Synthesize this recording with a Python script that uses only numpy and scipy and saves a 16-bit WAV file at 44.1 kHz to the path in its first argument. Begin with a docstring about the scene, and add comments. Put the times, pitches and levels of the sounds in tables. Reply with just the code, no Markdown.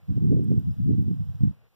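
"""Wind rumbles on a hand-held microphone in three uneven gusts, in a quiet valley under light snow.
Eddies roll over its two ports, mostly the right, each a soft bump of pressure; they grow smaller
and brighter as the wind quickens, and a few hard buffets thump through. Behind them lie a faint
far hush, the hiss and thin whine of the microphone and a few snowflakes ticking on the case."""
import sys
import numpy as np
from scipy import signal
from scipy.fft import rfft, irfft
from scipy.io import wavfile
from scipy.ndimage import uniform_filter1d

SR = 44100
rng = np.random.default_rng(int(sys.argv[2]) if len(sys.argv) > 2 else 0)


def generate_wav(signal):
    """Clip the signal to [-1, 1] and save it as 16-bit WAV at the path in sys.argv[1]."""
    frames = np.transpose(np.atleast_2d(signal))
    scaled = np.clip(frames, -1, 1) * 32767
    pcm = np.round(scaled).astype(np.int16)
    wavfile.write(sys.argv[1], SR, pcm)


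N = 77175

# Tone of the valley's far hush. Each row: frequency in Hz, relative level in dB.
HUSH_SPECTRUM = [(40, 8.5), (130, 6), (250, -6), (450, 1.5), (700, -2.5), (1000, -6), (1600, -9.5),
                 (2500, -9.5), (4000, -24), (8000, -45), (16000, -48)]
# Tone of the microphone's hiss. Each row: frequency in Hz, relative level in dB.
HISS_SPECTRUM = [(100, -3.5), (1000, -3), (2000, -6.5), (3000, -1.5), (4500, -2.5), (6500, -8), (8700, -12),
                 (11000, -8), (14000, -5), (15500, -3)]
# Fader rides on the two beds. Each row: time in seconds, hush gain in dB, hiss and whine gain in dB.
BED_FADERS = [(0, 4, -7.5), (.07, 1, -4.5), (.1, 3.5, -2.5), (.6, 2, -1.5), (1.1, 1, -2), (1.5, 3.5, -3),
              (1.56, 1.5, -8), (1.67, 3, -10), (1.69, -7, -8.5), (1.75, 0, -6)]
# Snowflakes on the case. Each row: start in seconds, peak level in dB, pitch in Hz,
# time to fade by 60 dB in seconds, sharpness of the ring as Q.
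FLAKE_TICKS = [(.346, -65, 10200, 0.021, 15), (.443, -53.5, 11100, 0.016, 6.6),
               (.594, -49.5, 13500, 0.024, 7.9), (0.708, -66.5, 5060, 0.062, 26),
               (1.019, -57.5, 13700, .04, 10), (1.354, -68, 5700, .03, 45)]
# Shape of the gusts. Each row: time in seconds, wind level in dB before the gain at the ports.
GUST_LEVEL = [(0, -76.5), (.035, -58.5), (.072, -64), (.094, -31), (.118, -31), (.142, -42.5), (.172, -29),
              (.196, -39), (.23, -29), (.28, -29), (.33, -27), (.39, -31), (.425, -34), (.47, -35.5),
              (.52, -26.5), (.55, -34.5), (.58, -31.5), (.622, -45), (.68, -32.5), (.725, -37.5),
              (.755, -57), (.783, -40.5), (.805, -31.5), (.85, -33.5), (.9, -27), (.944, -26),
              (.964, -37.5), (.988, -26), (1.048, -40), (1.082, -31.5), (1.12, -33.5), (1.18, -43),
              (1.21, -32), (1.256, -48.5), (1.3, -36.5), (1.335, -51), (1.36, -38), (1.385, -56),
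              (1.41, -31.5), (1.44, -31), (1.482, -30.5), (1.52, -47), (1.545, -63.5), (1.66, -71),
              (1.69, -79), (1.75, -88)]
# Size of the smallest eddies. Each row: time in seconds, width in ms at the reference wind level.
EDDY_SIZE = [(0, 1.94), (.11, 1.19), (.21, 0.91), (.28, 0.93), (.38, 0.65), (.47, 0.86), (.54, 0.73),
             (.59, 0.83), (.7, 1.34), (.82, 1.23), (.88, 0.89), (.98, 0.97), (1.11, .97), (1.21, 1.32),
             (1.3, 1.65), (1.45, 1.22), (1.75, 1.3)]
# Which port the wind strikes. Each row: time in seconds, left minus right level in dB.
WIND_PAN = [(0, -10.5), (.6, -17), (.66, 3.5), (.72, 6), (.78, 2.5), (.84, 14), (.88, 2.5), (1, -12.5),
            (1.5, -16.5), (1.56, 11), (1.75, 12)]
# Single hard buffets. Each row: time in seconds, peak in dB before the port's filters, width in ms.
HARD_BUFFETS = [(0.176, -17.5, 0.7), (.326, -9, 0.66), (.362, -12, 1.04), (.517, -13.5, 0.64),
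                (.578, -1, 1.65), (.941, -20, 0.85), (0.986, -16, 0.98), (1.081, -26, 0.82),
                (1.112, -14, 0.9), (1.435, 2.5, 1.33), (1.476, -15.5, 1.1)]

HUSH_DB, HISS_DB, WHINE_DB = -69.5, -69.5, -87   # bed levels ahead of the faders
HISS_WAVER_DB, WAVER_STEP_S = 0.34, 0.024
PORT_LOW_CUT_HZ, BASS_CUT_HZ, BASS_LEAK_DB = 80, 98, -45   # two low cuts, and what leaks past them
PORT_TOP_HZ, PORT_GAIN_DB = 860, 11
EDDIES_PER_S, WIDTH_OCTAVES = 1200, 1   # the largest eddies are this many octaves wider
REFERENCE_DB, HALVING_DB = -30.5, 52.5   # eddies halve in width when the wind is HALVING_DB stronger
CALM_DB = -34   # below this wind level the eddies grow no wider
CROSSFEED_DB, CROSSFEED_SAMPLES, CROSSFEED_DULLING = -1.37, 20, 0.3
WHINE_HZ, TOP_CUT_HZ = 15000, 15500


def from_db(db):
    """Decibels to gain."""
    return 10 ** (np.asarray(db) / 20)


def automation(rows):
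    """Draw each column of a timed table as a curve, one value a sample."""
    times, *columns = np.transpose(rows)
    return [np.interp(np.arange(N) / SR, times, column) for column in columns]


def unit_noise(spectrum):
    """Unit-power noise in the given tone, unrelated between left and right."""
    hz, db = np.transpose(spectrum)
    bins_hz = np.maximum(np.fft.rfftfreq(N, 1 / SR), 1)
    eq = from_db(np.interp(np.log(bins_hz), np.log(hz), db))
    noise = irfft(rfft(rng.standard_normal((2, N))) * eq, N)
    return noise / np.sqrt(np.mean(noise ** 2) + 1e-20)


def valley_hush():
    """The far valley: a faint, dark, wide bed of noise."""
    fader_db, _ = automation(BED_FADERS)
    return from_db(HUSH_DB + fader_db) * unit_noise(HUSH_SPECTRUM)


def microphone_hiss():
    """The microphone's own noise: a slightly wavering hiss and a thin, high whine."""
    _, fader_db = automation(BED_FADERS)
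    t = np.arange(N) / SR
    waver = np.interp(t / WAVER_STEP_S, np.arange(N), rng.standard_normal(N))
    hiss = from_db(HISS_DB + HISS_WAVER_DB * waver) * unit_noise(HISS_SPECTRUM)
    whine = from_db(WHINE_DB) * np.sqrt(2) * np.sin(2 * np.pi * WHINE_HZ * t)
    return from_db(fader_db) * (hiss + whine)


def snowflakes():
    """Each flake lands on the case as a tiny, bright crunch that dies at once."""
    t = np.arange(SR // 10) / SR
    ticks = np.zeros((2, N + len(t)))
    for start_s, peak_db, hz, fade_s, q in FLAKE_TICKS:
        crunch = rng.standard_normal((2, len(t))) * np.exp(-np.log(1000) * t / fade_s)
        tick = signal.lfilter(*signal.iirpeak(hz, q, fs=SR), crunch)
        start = int(start_s * SR)
        ticks[:, start:start + len(t)] += from_db(peak_db) * tick / np.abs(tick).max()
    return ticks[:, :N]


def pressure_bumps(times_s, heights, widths_ms, reach=600):
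    """Each eddy passes as one smooth bell curve of pressure; the narrower, the brighter."""
    pressure = np.zeros(N + 2 * reach + 1)
    lag_ms = 1000 * np.arange(-reach, reach + 1) / SR
    starts = np.clip(times_s * SR, 0, N - 1).astype(int)
    for start, height, width in zip(starts, heights, widths_ms):
        pressure[start:start + len(lag_ms)] += height * np.exp(-.5 * (lag_ms / width) ** 2)
    return pressure[reach:reach + N]


def port(pressure):
    """The microphone thins out the deepest pressure swings, and its port muffles the fastest."""
    thinned = pressure
    for order, hz in (2, PORT_LOW_CUT_HZ), (3, BASS_CUT_HZ):
        thinned = signal.sosfilt(signal.butter(order, hz, "high", fs=SR, output="sos"), thinned)
    muffle = signal.butter(6, PORT_TOP_HZ, fs=SR, output="sos")
    return signal.sosfilt(muffle, thinned + from_db(BASS_LEAK_DB) * pressure)


def eddies():
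    """A dense stream of eddies blurs into rumble, louder and brighter as the wind rises."""
    (wind_db,), (smallest_ms,) = automation(GUST_LEVEL), automation(EDDY_SIZE)
    chance, height, size = rng.random(N), rng.standard_normal(N), rng.random(N)
    born = np.flatnonzero(chance < EDDIES_PER_S / SR)
    wind_octaves = (REFERENCE_DB - np.maximum(wind_db, CALM_DB)) / HALVING_DB
    widths_ms = smallest_ms * 2 ** (wind_octaves + WIDTH_OCTAVES * size)
    rumble = port(pressure_bumps(born / SR, height[born], widths_ms[born]))
    window = np.hanning(int(.032 * SR))   # even out the rumble over 32 ms so the gusts set its level
    power = signal.fftconvolve(rumble ** 2, window / window.sum(), "same")
    return from_db(PORT_GAIN_DB + wind_db) * rumble / np.sqrt(np.abs(power) + 1e-12)


def wind():
    """Each port has its own eddies, panned by the wind's direction; hard buffets hit the right one."""
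    times_s, peaks_db, widths_ms = np.transpose(HARD_BUFFETS)
    buffets = port(pressure_bumps(times_s, from_db(peaks_db), widths_ms))
    left_to_right = from_db(automation(WIND_PAN)[0])
    right_gain = 1 / np.hypot(1, left_to_right)   # equal-power pan
    left_gain = left_to_right * right_gain
    return np.array([left_gain * eddies(), right_gain * eddies() + buffets])


def scene():
    """Wind up front, with the two beds and the snowflakes far beneath it."""
    return wind() + microphone_hiss() + valley_hush() + snowflakes()


def record(dry):
    """The recorder widens the image, feeding each side across late, dull and inverted; then a top cut."""
    late = np.pad(dry[::-1], ((0, 0), (CROSSFEED_SAMPLES, 0)))[:, :N]
    dulled = late + CROSSFEED_DULLING * (uniform_filter1d(late, size=3, axis=1) - late)
    wide = dry - from_db(CROSSFEED_DB) * dulled
    return signal.sosfilt(signal.ellip(12, .1, 80, TOP_CUT_HZ, fs=SR, output="sos"), wide)


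dry = scene()
out = record(dry)
generate_wav(out)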